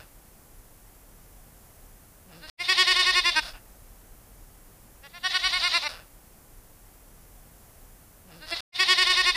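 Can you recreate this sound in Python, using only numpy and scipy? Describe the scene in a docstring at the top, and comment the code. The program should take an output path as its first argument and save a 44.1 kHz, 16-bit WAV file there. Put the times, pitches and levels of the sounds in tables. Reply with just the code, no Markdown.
"""Young goat bleating on a quiet pasture

Close mono microphone. Each bleat is a sum of vocal-fold harmonics, shaped by throat resonances, throbbing about
ten times a second as the throat opens and squeezes. Full bleats end in a creak: uneven pulses mixed with breath.
A soft hum precedes the third bleat. Filtered noise makes the hiss and the low buffet of breeze.
The sound is a loop cut into pieces with short silences between: the third bleat is cut off twice as it begins."""
import sys
import numpy as np
from scipy import signal
from scipy.fft import rfft, irfft, next_fast_len
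from scipy.io import wavfile
from scipy.ndimage import map_coordinates

SR = 44100
rng = np.random.default_rng(int(sys.argv[2]) if len(sys.argv) > 2 else 0)


def unload_audio(sound):
    """Save the sound as a 16-bit wav file, at the path given as the first command line argument."""
    columns = np.transpose(np.atleast_2d(sound))
    # keep every value between -1 and 1, then stretch to whole-number steps
    steps = np.round(np.clip(columns, -1, 1) * 32767)
    wavfile.write(sys.argv[1], SR, steps.astype(np.int16))


N = 412776

# Event times are loop times. Spectrum and resonance levels are relative.
# distant air and microphone hiss: hz, level_db
HISS_SPECTRUM = [(41, -27.5), (70, 1), (103, -0.5), (381, -10), (572, -10), (627, -11.5), (785, -11),
                 (899, -13.5), (1690, -17.5), (3820, -25), (11000, -17), (15500, -18)]
HISS_DB = -55
# breeze on the microphone: time_s, level_db
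BUFFET_CURVE = [(2.62, -59), (3.12, -48.5), (5.35, -56.5), (5.4, -47), (5.82, -60), (5.92, -46),
                (6.03, -56), (7.97, -53), (8.12, -61), (8.15, -58), (8.53, -51), (8.6, -51.5)]
# low breeze spectrum: hz, level_db
RUMBLE_SPECTRUM = [(8.8, -46), (15, -12.5), (38, -6), (50, -6.5), (65, -29), (90, -25.5), (120, -40.5),
                   (200, -120)]

# closed-mouth hum before the third bleat, ahead of wobble: time_s, pitch_hz, level_db
GRUNT_CURVE = [(8.25, 176.2, -57), (8.285, 186.2, -53.5), (8.32, 154, -48), (8.365, 172.5, -52.5),
               (8.42, 160, -56)]
# harmonics of the hum from the fundamental up: level_db
GRUNT_HARMONICS_DB = [1, -8, -6.5, -58, -14]

# creaks and breath around bleats, fading or still growing at the end; brightness is high band against low:
# start_s, middle_s, end_s, first_db, middle_db, last_db, bright_db, bright_change_db
CREAK_EVENTS = [(3.422, 3.493, 3.53, -47, -42.5, -55, 1.5, 0),
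                (3.53, 3.56, 3.63, -50, -49.5, -74, -6.5, -10),
                (5.886, 5.954, 6.095, -43, -44.5, -70, 3.5, -16),
                (8.27, 8.353, 8.424, -66, -55.5, -73, -9, 12.5),
                (8.462, 8.521, 8.518, -58.5, -39.5, -24, 3, 4),
                (8.546, 8.598, 8.623, -47, -44, -43, -5, 13.5)]
# one row a creak: mean pulse_rate_hz, breath_share (0-1)
CREAK_SOURCES = [(310, .3), (200, .4), (165, .4), (165, .5), (180, .2), (230, .3)]
# slack throat, low (response squared in use) and high: hz, width_hz, level_db
CREAK_LOW_MODES = [(630, 390, 2.5), (1545, 590, 3.5), (2830, 670, 2)]
CREAK_HIGH_MODES = [(3380, 190, 3), (4480, 1200, 0), (5170, 540, 4.5), (9700, 1600, -6)]
CREAK_UNEVEN_DB = 1.5

# throbs, one list a bleat; squeezed_db follows the throb, the three resonances are of jaw, tongue and lips:
# start_s, end_s, pitch_hz (before bends), open_db, squeezed_db, low1_hz, low2_hz, low3_hz
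BLEAT_THROBS = [
    [(2.599, 2.634, 359.7, -31, -34, 870, 2047, 2700), (2.688, 2.732, 378.3, -21, -26, 1050, 1943, 2720),
     (2.779, 2.833, 372, -22.5, -26, 1080, 1954, 3200), (2.873, 2.928, 370, -22.5, -25.5, 1040, 1911, 2900),
     (2.962, 3.023, 367.7, -24, -25, 1110, 1950, 3070), (3.065, 3.114, 371, -21.5, -26.5, 1094, 1894, 2790),
     (3.155, 3.204, 364.5, -22.5, -29.5, 1070, 1940, 2780),
     (3.252, 3.304, 352.6, -23.5, -30.5, 1034, 1927, 2770),
     (3.362, 3.398, 323.5, -21.5, -39, 910, 1612, 2630)],
    [(5.036, 5.077, 285, -48.5, -62.5, 660, 1826, 2730), (5.14, 5.187, 356, -44.5, -55.5, 890, 1950, 2700),
     (5.238, 5.278, 377.6, -26.5, -30.5, 1020, 1820, 2940),
     (5.341, 5.377, 376.2, -25, -31.5, 1310, 1970, 2900),
     (5.437, 5.484, 376, -26.5, -28.5, 1280, 2130, 2986), (5.534, 5.583, 367.8, -27, -28, 1230, 2109, 3020),
     (5.635, 5.684, 358.6, -25, -28, 1240, 2140, 2920), (5.742, 5.78, 349.6, -24, -30, 1210, 2154, 2830),
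     (5.84, 5.879, 305.5, -30.5, -44, 940, 2165, 2830)],
    [(8.422, 8.46, 315, -46, -47.5, 715, 1580, 2860), (8.518, 8.544, 350.7, -30.5, -34.5, 630, 1900, 2750)],
]
# four bright resonances, one list a bleat: first_throb_hz, last_throb_hz
BRIGHT_GLIDES = [
    [(3300, 3500), (4350, 4350), (4850, 4950), (5550, 5850)],
    [(3260, 3700), (4800, 4250), (4720, 4910), (5570, 5600)],
    [(3500, 3300), (4200, 4240), (4940, 5070), (5590, 5590)],
]
# open throat, three low then four bright resonances, one list a bleat: width_hz, level_db
THROAT_MODES = [
    [(117, -4), (117, 3.5), (340, -5), (120, -2), (134.6, -2.5), (184, -2.5), (132, -7.5)],
    [(490, -4.5), (208, 2.5), (124, -1.5), (451, 1.5), (530, 1.5), (120, 4), (121, -1)],
    [(125, -4.5), (191, -0.5), (120, -4.5), (120, 2.5), (120, 7.5), (120, 0), (251, -24)],
]
# small head cavities: hz, width_hz, level_db
SINUS_MODES = [(6340, 130, -29.5), (7300, 420, -24), (8910, 720, -20), (12200, 590, -50),
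               (14000, 1300, -48.5)]
# side resonances of the narrowed throat: hz, width_hz, level_db
SQUEEZED_MODES = [(872, 450, -16), (1950, 117, -5), (2900, 630, -8), (4110, 1200, -2.5), (4830, 1500, -4.5)]
# ring of the squeezed throat, one row a bleat (response squared in use): first_hz, last_hz, width_hz, level_db
WHISTLE_RINGS = [(3590, 3490, 390, 0), (3480, 3640, 910, -3), (3880, 3660, 850, -1.5)]
# fundamental, one value a bleat: level_db
FUNDAMENTAL_DB = [-21, -25.5, -12.5]
# roughness, one value a bleat: relative
HOARSENESS = [.85, 1.25, 1.2]
# brightness at the reference effort, one value a bleat: level_db
BRIGHTNESS_DB = [-1.5, -3.5, -3.5]
BRIGHT_PER_DB, EFFORT_DB = 0.16, -20  # brightness follows the squeezed level around this effort
# move of each resonance as the throat shuts: share
SHUT_SHIFT_SHARE = [-.15, 0.053, .0, .03, .0, 0.015, 0.042]
PITCH_STEP_S, PITCH_RECOVER_S = .014, .014  # pitch step ahead of a throb; time constant of its climb
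SQUEEZE_LIFT_SHARE = .015  # pitch rise when fully squeezed

# cuts of the loop: start_s, end_s, place_in_loop_s, fade_in_s
LOOP_PIECES = [(0, 2.499, 5.9907, 0), (2.572, 8.606, 2.572, .03), (8.721, 9.36, 2.6142, .04)]
PREAMP_PEAK, TOP_HZ = 0.36, 15550  # full scale = 1; band limit


def amp(db):
    """Gain of a level in dB."""
    return 10 ** (np.asarray(db) / 20)


def unit(x):
    """x at rms 1."""
    return x / np.sqrt(np.mean(x ** 2) + 1e-20)


def wobble(rate_hz, size):
    """Smooth random curve with rate_hz knots a second."""
    knots = rng.standard_normal(int(size * rate_hz / SR) + 4)
    return map_coordinates(knots, [np.arange(size) * rate_hz / SR])


def filtered(x, response):
    """x through a complex response of frequency."""
    m = next_fast_len(x.shape[-1] + 8192)
    return irfft(rfft(x, m) * response(np.fft.rfftfreq(m, 1 / SR)), m)[..., :x.shape[-1]]


def resonances(modes, f):
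    """Causal response of parallel (hz, width_hz, level_db) modes of alternating sign."""
    return sum((-1) ** k * amp(db) * 1j * f * w / (c * c - f * f + 1j * f * w)
               for k, (c, w, db) in enumerate(modes))


def coloured(spectrum):
    """Noise of rms 1 with a (hz, level_db) spectrum."""
    hz, db = np.transpose(spectrum)

    def response(f):
        return amp(np.interp(np.log(f + 1), np.log(hz), db, -120, -120))
    return unit(filtered(rng.standard_normal(N), response))


def span(rows):
    """First sample, 4 ms end ramps and interpolated columns of a curve."""
    s, *cols = np.transpose(rows)
    t = np.arange(s[0], s[-1], 1 / SR)
    ends = np.clip(np.minimum(t - s[0], s[-1] - t) / .004, 0, 1)
    return round(s[0] * SR), ends, [np.interp(t, s, c) for c in cols]


def add(track, start, x):
    """Mix x into track from sample start."""
    track[start:start + len(x)] += x


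def pasture():
    """Filtered-noise hiss, drifting slightly, over a lumpy low buffet of breeze."""
    time_s, db = np.transpose(BUFFET_CURVE)
    lumps = unit(coloured(RUMBLE_SPECTRUM) * amp(1.6 * wobble(14, N)))
    buffet = amp(np.interp(np.arange(N) / SR, time_s, db)) * lumps
    drift_db = .4 * wobble(2.3, N)
    return amp(HISS_DB + drift_db) * coloured(HISS_SPECTRUM) + buffet


def grunt(track):
    """Closed-mouth hum: a wavering harmonic tone with few overtones."""
    first, ends, (hz, db) = span(GRUNT_CURVE)
    turns = np.cumsum(hz * (1 + .03 * wobble(60, len(hz)))) / SR
    tone = sum(amp(level_db) * np.sin(2 * np.pi * (k + 1) * turns)
               for k, level_db in enumerate(GRUNT_HARMONICS_DB))
    add(track, first, ends * amp(db + 3.6 * wobble(45, len(hz))) * tone)


def creak(track, rows, pulse_rate_hz, breath_share):
    """Slow uneven pulses mixed with breath noise, through a slack throat."""
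    first, ends, (db, bright_db) = span(rows)
    size = len(db)
    count = np.floor(np.cumsum(pulse_rate_hz * (1 + .15 * wobble(120, size))) / SR)
    pulses = (np.diff(count, prepend=0) > 0) * amp(2 * rng.standard_normal(size))
    breath = rng.standard_normal(size)
    air = np.sqrt(1 - breath_share) * unit(pulses) + np.sqrt(breath_share) * breath
    low = unit(filtered(air, lambda f: resonances(CREAK_LOW_MODES, f) ** 2))
    high = unit(filtered(air, lambda f: resonances(CREAK_HIGH_MODES, f) / (1 + (f / 6100) ** 10) ** 0.14))
    level = amp(db + CREAK_UNEVEN_DB * wobble(33, size))
    add(track, first, ends * level * (low + amp(bright_db) * high))


def bleat(track, rows, glides, throat, tone_db, chest_db, whistle, hoarse):
    """Vocal-fold harmonics through an open mouth in the throbs and a squeezed throat between."""
    start, end, pitch_hz, open_db, squeezed_db, *tract_hz = np.transpose(rows)
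    tract_hz += [np.linspace(first, last, len(rows)) for first, last in glides]
    whistle_hz = np.linspace(*whistle[:2], len(rows))
    bright_db = tone_db + BRIGHT_PER_DB * (squeezed_db - EFFORT_DB)
    t = np.arange(start[0] - .05, end[-1] + 0.089, 1 / SR)

    def by_throb(v):
        return np.interp(t, (start + end) / 2, v)

    def knee(u):
        return np.logaddexp(0, u / 0.0029) * 0.0053

    def near(s, width_s):
        return np.exp(-((t - s[:, None]) / width_s) ** 2).sum(0)

    # slow swell, quick close; a throb after near silence bursts out
    early, late = knee(start[:, None] + 0.0046 - t), knee(t - end[:, None] + 0.0025)
    swell = 437 + 20 * (open_db - np.r_[squeezed_db[0], squeezed_db[:-1]])  # slope, scaled further by knee
    opening = amp(open_db[:, None] - swell[:, None] * early - 1360 * late).sum(0)
    gaps = np.c_[end, np.r_[start[1:], end[-1] + .025]].ravel()
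    gap_db = np.r_[squeezed_db[0] - 20, np.repeat(squeezed_db, 2), squeezed_db[-1] - 15]
    squeeze = amp(np.interp(t, np.r_[start[0], gaps, t[-1]], gap_db))
    closed = squeeze / (squeeze + opening)

    # slack folds sound lower as each throb starts and ends
    since = t - (start[:, None] - PITCH_STEP_S)
    climb = np.exp(-np.maximum(since, 0) / PITCH_RECOVER_S)
    scoop = (climb * np.exp(-(np.minimum(since, 0) / .004) ** 2)).sum(0)
    sag = 0.12 * scoop + 0.043 * near(end, .008)
    sag += .05 * np.clip((t - start[-1]) / .06, 0, 1)  # breath runs out
    jitter = hoarse * (.002 + .001 * closed) * wobble(120, len(t))
    steps = np.c_[start - PITCH_STEP_S, np.r_[start[1:], t[-1]] - PITCH_STEP_S - .006].ravel()
    base_hz = np.interp(t, steps, np.repeat(pitch_hz, 2))
    f0 = base_hz * (1 - sag + SQUEEZE_LIFT_SHARE * closed + jitter)
    turns = np.cumsum(f0) / SR

    # tract gain of each harmonic, every 32 samples
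    order = np.arange(1, 46)[:, None]
    grid = slice(None, None, 32)
    f = order * f0[grid]
    modes = [((by_throb(hz) * (1 + shift * closed))[grid], w, db)
             for hz, shift, (w, db) in zip(tract_hz, SHUT_SHIFT_SHARE, throat)]
    cliff = 1 / (1 + (f / 5900) ** 14) ** .5  # the mouth passes little above its last resonance
    low = resonances(modes[:3], f) * (order > 1) + amp(chest_db) * (order == 1)
    bright = amp(by_throb(bright_db)[grid])
    wide = (low + bright * resonances(modes[3:], f)) * cliff  # low and bright cancel in a notch between
    wide = wide / np.sqrt(np.sum(abs(wide[:7]) ** 2, 0) / 2)  # level set by the first seven harmonics
    sinus = resonances(SINUS_MODES, f)
    wide = wide + bright * sinus
    shut = (squeeze * closed)[grid]
    ring_mode = (np.interp(t[grid], end + 0.023, whistle_hz), *whistle[2:])
    clear = wide * opening[grid] + resonances([ring_mode], f) ** 2 * shut
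    rasp = (resonances(SQUEEZED_MODES, f) * cliff + amp(-6.0) * sinus) * shut

    # turbulence smears each harmonic, most as the throat opens and shuts
    edges = near(start, 0.011) + near(end, 0.016)
    voice = np.zeros(len(t))
    for k, steady, ragged in zip(order[:, 0], clear, rasp):
        stir = wobble(260, len(t)) + 1j * wobble(260, len(t))
        blur = hoarse * (.035 + .005 * k + .0003 * k * k) * (1 + 1.3 * edges)
        gain = np.interp(t, t[grid], steady) * (1 + blur * stir)
        gain = gain + np.interp(t, t[grid], ragged) * (.45 + .65 * stir)
        voice -= np.real(gain * np.exp(2j * np.pi * k * turns))
    shimmer = amp((.5 + 1.5 * closed) * wobble(60, len(t)))  # breath pressure flutters
    add(track, round(t[0] * SR), voice * shimmer)


def goat():
    """All the calls, plus a faint decaying noise scatter off the ground and fence."""
    track = np.zeros(N)
    for call in zip(BLEAT_THROBS, BRIGHT_GLIDES, THROAT_MODES, BRIGHTNESS_DB,
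                    FUNDAMENTAL_DB, WHISTLE_RINGS, HOARSENESS):
        bleat(track, *call)
    for event, source in zip(CREAK_EVENTS, CREAK_SOURCES):
        start, middle, end, first_db, middle_db, last_db, bright_db, change_db = event
        rows = [(start, first_db, bright_db),
                (middle, middle_db, bright_db + change_db / 2),
                (end, last_db, bright_db + change_db)]
        creak(track, rows, *source)
    grunt(track)
    t = np.arange(SR // 5) / SR
    scatter = rng.standard_normal(len(t)) * amp(-60 * t / .15)  # 60 dB down in 0.15 s
    return track + amp(-21) * signal.fftconvolve(track, scatter / np.linalg.norm(scatter))[:N]


def scene():
    """Pieces of the loop, cut off hard, some faded in; two identical channels."""
    loop, out = goat() + pasture(), np.zeros(N)
    for start, end, place, fade in LOOP_PIECES:
        size = min(round(end * SR), N) - round(start * SR)
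        ramp = np.clip(np.arange(1, size + 1) / (fade * SR + 1), 0, 1) ** 2
        add(out, round(start * SR), ramp * loop[round(place * SR):][:size])
    return np.array([out, out])


def record(dry):
    """The preamplifier rounds off loud peaks; nothing is kept above the band limit."""
    soft = dry / (1 + abs(dry / PREAMP_PEAK) ** 4) ** (1 / 4)
    return filtered(soft, lambda f: f < TOP_HZ)


dry = scene()
out = record(dry)
unload_audio(out)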